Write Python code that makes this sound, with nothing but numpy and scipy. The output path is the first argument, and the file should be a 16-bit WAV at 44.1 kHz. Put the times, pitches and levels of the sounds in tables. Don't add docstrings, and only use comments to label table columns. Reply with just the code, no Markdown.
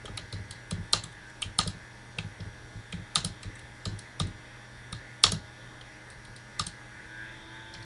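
import sys
import numpy as np
from scipy import signal
from scipy.fft import rfft, irfft, next_fast_len
from scipy.io import wavfile
from scipy.ndimage import uniform_filter1d, map_coordinates

SR = 44100
rng = np.random.default_rng(int(sys.argv[2]) if len(sys.argv) > 2 else 0)


def makeup_ratio(level_db):
    decades = np.asarray(level_db, float) / 20
    return 10 ** decades


def unload_wav(signal):
    wavfile.write(
        sys.argv[1],
        SR,
        np.round(np.clip(np.atleast_2d(signal).T, -1, 1) * 32767).astype(np.int16),
    )


N = 346168


def unit(x):
    return x / np.sqrt(np.mean(x ** 2) + 1e-20)


def along(points, hz):
    f, v = np.transpose(points)
    return np.interp(np.log(hz + 1), np.log(f + 1), v)


def wobble(rate_hz, size=N):
    knots = rng.standard_normal(int(size * rate_hz / SR) + 4)
    return map_coordinates(knots, [np.arange(size) * rate_hz / SR])


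def filtered(x, points):
    m = next_fast_len(len(x) + 8192)
    gain = makeup_ratio(along(points, np.fft.rfftfreq(m, 1 / SR)))
    return irfft(rfft(x, m) * gain, m)[:len(x)]


def patchy(patchy_db):
    z = signal.stft(rng.standard_normal(N + 512), nperseg=512)[2]
    field = uniform_filter1d(rng.standard_normal(z.shape), 8, 0)
    field = uniform_filter1d(field, 16, 1)
    return signal.istft(z * makeup_ratio(patchy_db * unit(field)), nperseg=512)[1][:N]


def add(track, start_s, sound):
    part = track[max(round(start_s * SR), 0):][:len(sound)]
    part += sound[:len(part)]


def ring(modes, t, spread_db, detune, rise_s):
    luck = rng.standard_normal((len(modes), 2))
    x = np.zeros(len(t))
    for k, ((hz, db, t60), (harder, sharper)) in enumerate(zip(modes, luck)):
        decay = makeup_ratio(db + spread_db * harder - 60 * t / t60)
        x += (-1) ** k * decay * np.sin(2 * np.pi * hz * (1 + detune * sharper) * t)
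    x = x * (1 - np.exp(-t / rise_s))
    return x / np.abs(x).max()


# [pitch_hz, level_db per Hz]
HISS = [(15, -41), (25, 3), (123, -1), (167, -6), (617, -11.5), (684, -13.5), (818, -13), (1330, -12.5),
        (1720, -25), (2730, -21.5), (4930, -23.5), (5600, -23.5), (6050, -29.5), (10400, -29.5),
        (11500, -34), (14900, -77), (22000, -120)]
# [pitch_hz, level_db rms, unsteadiness in radians]
TONES = [(119.8, -55, .2), (206, -67, .9), (2070, -69, .6), (3338, -79, 1.2), (4360, -80, .8),
         (4479, -80, .8), (5766, -72, .9), (6481, -81, .8)]


def floor():
    t = np.arange(N) / SR
    tones = np.zeros(N)
    for hz, db, shaky in TONES:
        level = makeup_ratio(db + 1.2 * wobble(9.8))
        tones += level * np.sin(2 * np.pi * hz * t + shaky * wobble(25))
    hiss = makeup_ratio(-53) * unit(filtered(patchy(patchy_db=1.17), HISS))
    return hiss + np.sqrt(2) * tones


# [start_s, blade_pass_hz, load_db]
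FAN = [(0, 103.1, 0.1), (3, 103.2, -1.7), (6.65, 103.4, 0.3), (6.851, 103.6, 0.5), (7.022, 105.7, 1.5),
       (7.221, 107.7, 9.5), (7.351, 109.3, 0.5), (7.44, 108.8, -1), (7.55, 110.2, 4), (7.649, 110.8, 1.2),
       (7.85, 111.2, -1.5)]
# [multiple of blade pass, idle_db, full_speed_db]
BLADES = [(3.104, -11.5, -8.5), (5.24, -15.5, -14), (6.03, -12, -10.5), (7.855, -9, -11.5),
          (8.91, -10.5, -10), (13.07, -33.5, -2.5), (13.86, -6, -1), (14.85, -6.5, -2.5), (15.96, -4, -2),
          (17.17, -3.5, -14), (18.6, -17, -14.5), (20, -21, -22), (21.3, -25, -11), (22.47, -13, -22)]
# [pitch_hz, width_hz, gain_db]
CASE = [(328, 16, 8), (886, 12, 13), (1612, 18, 6)]
# [pitch_hz, level_db per Hz]
AIR = [(900, -50), (1250, -53), (1450, -3.5), (1750, 1), (2050, 2.5), (2250, -9.5), (2600, -8), (4000, -73)]
# [pitch_hz, level_db per Hz]
GRILLE = [(2600, -38), (3150, -3.5), (3350, -0.5), (3600, 2.5), (3900, -10), (4600, -39)]

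DRONE_DB, AIR_DB, AIR_LAG_S, AIR_PER_LOAD = -59, -58, 0.065, 0.68
GRILLE_DB, GRILLE_SPINUP_DB = -68.5, 3.5


def fan():
    t = np.arange(N) / SR
    s, speed_hz, load_db = np.transpose(FAN)
    hz = np.interp(t, s, speed_hz)
    effort = np.clip((hz - speed_hz[0]) / (speed_hz[-1] - speed_hz[0]), 0, 1)
    surge_db = np.interp(t, s, load_db)
    turn = 2 * np.pi * np.cumsum(hz) / SR
    drone = np.zeros(N)
    for multiple, idle_db, full_db in BLADES:
        k = round(multiple)
        lift_db = sum(gain / (1 + ((k * hz - centre) / width) ** 2) for centre, width, gain in CASE)
        db = idle_db + effort * (full_db - idle_db) + lift_db + surge_db * (multiple > 12)
        phase = k * turn + 0.22 * wobble(16) + 2 * np.pi * rng.random()
        drone += makeup_ratio(db + 1.88 * wobble(8)) * np.sin(phase)
    grille_db = GRILLE_DB + GRILLE_SPINUP_DB * effort + 3.4 * wobble(3.05)
    grille = makeup_ratio(grille_db) * unit(filtered(patchy(patchy_db=1.0), GRILLE))
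    air_db = AIR_DB + AIR_PER_LOAD * np.interp(t - AIR_LAG_S, s, load_db) + 1.0 * wobble(6.4)
    air = makeup_ratio(air_db) * unit(filtered(patchy(patchy_db=2.5), AIR))
    return np.sqrt(2) * makeup_ratio(DRONE_DB) * drone + air + grille


# [start_s, peak_db, panel_db, rebound_loss_db]
LEANS = [
    (0.34, -33.5, -6, 6),
    (0.729, -31, 2.5, 8),
    (2.192, -36.5, 1.5, 5),
    (2.408, -38.5, -4.5, 6),
    (2.941, -38, 4.5, 8.5),
    (3.871, -31.5, -3.5, 11),
    (4.212, -28.5, 1.5, 10),
]


def leans():
    rebound_s, softer_db = 0.058, 4
    return [(s + k * rebound_s, db - k * loss, -10, panel, -14 - k * softer_db, 0.19)
            for s, db, panel, loss in LEANS for k in range(2)]


# [start_s, peak_db, panel_db, knock_db]
JOLTS = [(0.057, -49, -15, 1.5), (0.101, -40.5, -5, -10), (0.2, -46.5, -0.5, -5.5),
         (0.508, -48, -13, -22.5), (0.945, -37, -1, -2), (1.042, -46.5, 3.5, -14),
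         (1.455, -37.5, -8.5, -21), (1.594, -37.5, 3, -23), (1.672, -40, 5.5, -6.5),
         (1.751, -51.5, 5.5, -8), (2.758, -42, -3, -16), (3.174, -41.5, 6.5, -17), (3.254, -38.5, 6.5, -11),
         (3.458, -37, -9, -19.5), (4.93, -41, 1, -12), (5.258, -32.5, -5, -21), (5.331, -36.5, 7, -5),
         (6.29, -52, -12, -17), (6.608, -40, 1.5, -22), (6.67, -57, 13.5, -9), (7.767, -47.5, -0.5, -19)]


def jolts():
    return [(s, db, -7, panel, knock, 0.19) for s, db, panel, knock in JOLTS]


# [pitch_hz, level_db]
TOP = [(82, -6.5), (102, 1)]
# [pitch_hz, level_db]
SWAY = [(36, -2), (48, 0)]
# [pitch_hz, level_db]
PANEL = [(153, -1), (176, 0), (205, -6)]
# [pitch_hz, level_db]
KNOCK = [(300, 1.5), (360, -2.5), (430, 10), (520, 5), (630, 5.5)]
# [pitch_hz, level_db per Hz]
CLUTTER = [(30, -30), (60, -3), (150, -6.5), (250, -6.5), (350, -8.5), (480, -18.5), (800, -60)]

CLUTTER_DB, CLUTTER_T60_S, CLUTTER_RISE_S = -5.5, 0.34, 0.03


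def desk():
    out, t = np.zeros(N), np.arange(SR // 2) / SR
    lead_s = 0.013
    for s, db, sway_db, panel_db, knock_db, t60 in leans() + jolts():
        # modes, level_db, share of the decay time, rise_s
        parts = ((TOP, 0, 1.2, 0.05), (SWAY, sway_db, 1.5, 0.02),
                 (PANEL, panel_db, 0.8, 0.01), (KNOCK, knock_db + 5.5, 0.3, 0.003))
        for modes, part_db, life, rise_s in parts:
            lasting = [(hz, level, life * t60) for hz, level in modes]
            swing = ring(lasting, t, spread_db=2.2, detune=0.035, rise_s=rise_s)
            add(out, s - lead_s, makeup_ratio(db + part_db + 3.0) * swing)
        shaken = unit(filtered(rng.standard_normal(len(t)), CLUTTER))
        shaken = shaken * makeup_ratio(-60 * t / CLUTTER_T60_S) * (1 - np.exp(-t / CLUTTER_RISE_S))
        add(out, s - lead_s, makeup_ratio(db + CLUTTER_DB) * shaken)
    return out * makeup_ratio(2.2 * wobble(40))


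# [pitch_hz, t60_s]
ROOM = [(200, 0.24), (1500, 0.09), (4000, 0.25), (10000, 0.15)]


def room_tail(t, first_s):
    hz, frames, z = signal.stft(rng.standard_normal(len(t)), SR, nperseg=256)
    decay = makeup_ratio(-60 * frames / along(ROOM, hz)[:, None])
    x = signal.istft(z * decay, SR, nperseg=256)[1][:len(t)]
    x = x * np.clip(t / first_s, 0, 1) ** 2
    return x / np.linalg.norm(x)


# [start_s, peak_db, guide_db, snap_db]
BRUSHES = [
    (1.125, -58.5, -6, -4),
    (1.299, -59, -4, -2),
    (2.4023, -48, -2, -26),
    (3.5541, -57.5, -10, 4),
    (3.5917, -53, -5.5, -3),
    (5.811, -45.5, -10, -25),
    (6.101, -60.5, 9, 9),
    (6.2499, -55, 3, -2),
    (6.362, -54, 9, -0.5),
    (7.738, -51, 11, -7),
]


def brushes():
    return [(s, db, -16, -6, guide, snap) for s, db, guide, snap in BRUSHES]


# [start_s, peak_db, guide_db, snap_db]
RELEASES = [
    (0.5091, -41.5, 3, -1.5),
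    (1.038, -40, -2, -0.5),
    (1.42, -33.5, 0, -1.5),
    (1.6756, -37.5, 6, 1.5),
    (3.247, -34, 5.5, 3.5),
    (3.9903, -52.5, 10, 7.5),
    (4.2698, -55, -6, -0.5),
    (5.3195, -30.5, 3, -0.7),
    (6.6669, -41, 6, 6.5),
    (7.8254, -57, 10, -6),
]


def releases():
    return [(s, db, -14.5, -16, guide, snap) for s, db, guide, snap in RELEASES]


# [start_s, peak_db, cap_db, guide_db, snap_db]
TAPS = [
    (0.0547, -39, -27, -7, -10),
    (0.174, -36, 1.2, 1.5, -7),
    (0.3258, -42, -6, 6, -6),
    (0.7097, -34, -6.5, -6, -4.5),
    (1.4243, -37, 12, -12, -16),
    (2.1849, -31.5, 4.5, -5, -14.5),
    (2.9245, -40, 5, -5, -9.5),
    (3.4307, -46.5, 4.5, 4, -2.5),
    (3.8542, -33, -18, 3, -9),
    (7.7472, -45, -4, -4, -20),
]


def taps():
    return [(s, db, -11, cap, guide, snap) for s, db, cap, guide, snap in TAPS]


# [start_s, peak_db, tray_db, cap_db, guide_db]
PRESSES = [
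    (0.077, -52.5, 6, -3, -11),
    (0.9325, -19, -10.5, -14, 5),
    (1.5889, -17.5, -10, -20, 3),
    (3.1571, -21, -8.5, -5, 5.5),
    (4.1994, -27, -8.5, -13, -1.5),
    (4.9267, -38.5, -4, -2, 1.5),
    (5.238, -12, -12, -6, 4),
    (6.5952, -27.5, -3.5, -12, 5),
]


def presses():
    return [(s, db, tray, cap, guide, -8 + guide) for s, db, tray, cap, guide in PRESSES]


def slaps():
    lead_s, softer_db = 0.0046, -32.5
    return [(s - lead_s, db + softer_db, -25, -25, -3, 12) for s, db, *_ in PRESSES]


# [pitch_hz, level_db, t60_s]
STEM = [(3290, -2.5, 0.0059), (3770, -0.5, 0.0077), (3830, 0, 0.0037)]
# [pitch_hz, level_db, t60_s]
TRAY = [(800, -11, .02), (960, -11, .018), (1170, -3, .022), (1255, 0, .028), (1430, -8, .018)]
# [pitch_hz, level_db, t60_s]
CAP = [(2070, -22, 0.055), (2245, 20, 0.0072), (2630, 20, 0.0062), (3126, 17, 0.01)]
# [pitch_hz, level_db, t60_s]
SNAP = [(6310, 1, 0.007), (7730, 11.5, 0.0037), (8120, 2, 0.0089), (8860, 20, 0.0022),
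        (10130, 12.5, 0.0032), (10640, -4, 0.0079)]
# [pitch_hz, level_db, t60_s]
GUIDE = [(4174, 8.5, 0.0038), (4760, -2, 0.0071), (5050, 6.5, 0.003), (5496, -6, 0.0064)]
# [pitch_hz, level_db per Hz]
RATTLE = [(240, -12), (400, -5.5), (879, -5.5), (1610, -3.5), (2380, -13), (2820, -2.5), (4480, -11.5),
          (7430, -8), (10300, -55), (11500, -44), (14900, -66), (22000, -120)]


def keys():
    out, t, short = np.zeros(N), np.arange(SR // 2) / SR, np.arange(SR // 20) / SR
    lead_s = 0.007
    for s, db, tray_db, cap_db, guide_db, snap_db in presses() + slaps() + taps() + releases() + brushes():
        scraping_db = max(guide_db, 0)
        chatter_s = np.clip(0.0022 - 0.00008 * (db + scraping_db), 0.002, 0.01)
        click, body = np.zeros(len(short)), np.zeros(len(short))
        # modes, level_db, scrape_db, delay_s, extra_blow_db
        parts = ((SNAP, snap_db + 5, -13, -0.0005, 0), (GUIDE, guide_db, -22, 0, 0),
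                 (STEM, 0, -24, 0.0006, 0), (CAP, cap_db, -26, 0.0009, 0),
                 (TRAY, tray_db + 5.5, -34, 0.0015, 20))
        for modes, part_db, early_db, late_s, heavy_db in parts:
            after = short - lead_s - late_s
            away = np.abs(after)
            landing = (after > 0) * makeup_ratio(-6 * away / chatter_s) / (1 + (away / chatter_s) ** 6)
            scrape = (after < 0) * makeup_ratio(early_db - 60 * away / 0.02) * np.clip(short / 0.00077, 0, 1)
            blow = makeup_ratio(28 + 0.45 * db + heavy_db) * (np.round(after * SR) == 0)
            force = (landing + scrape) * rng.standard_normal(len(short)) + blow
            bell = ring(modes, short, spread_db=2.5, detune=0.02, rise_s=0.0005)
            part = signal.fftconvolve(force, bell)[:len(short)]
            click += makeup_ratio(part_db) * part / np.abs(part).max()
            body += makeup_ratio(part_db) * bell
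        wet = signal.fftconvolve(body, room_tail(t, first_s=0.0098))[:len(t)]
        wet = makeup_ratio(-6.5 - 0.19 * db + 1.1 * wobble(163, size=len(t))) * wet
        shake = unit(filtered(rng.standard_normal(len(t)), RATTLE))
        shake = shake * makeup_ratio(-60 * t / 0.21) * np.clip(t / 0.013, 0, 1) ** 3
        shake = makeup_ratio(scraping_db - 12.0 + 2.0 * wobble(221.6, size=len(t))) * shake
        add(out, s - lead_s, makeup_ratio(db + 2.5) * click)
        add(out, s - lead_s, makeup_ratio(db - 2.5) * (wet + shake))
    return out


def scene():
    return (floor() + fan() + desk() + keys())[None]


def low_pass(x):
    return signal.sosfilt(signal.butter(12, 11640, fs=SR, output="sos"), x)


# [pitch_hz, level_db]
BAND = [(60, -0.5), (10300, 3), (11000, -0.5), (11700, -5.5), (12500, -47), (15500, -48), (16000, -90)]


def record(dry):
    mix = np.clip(filtered(dry[0], BAND), -0.9, 0.9)
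    return low_pass(mix[None])


dry = scene()
out = record(dry)
unload_wav(out)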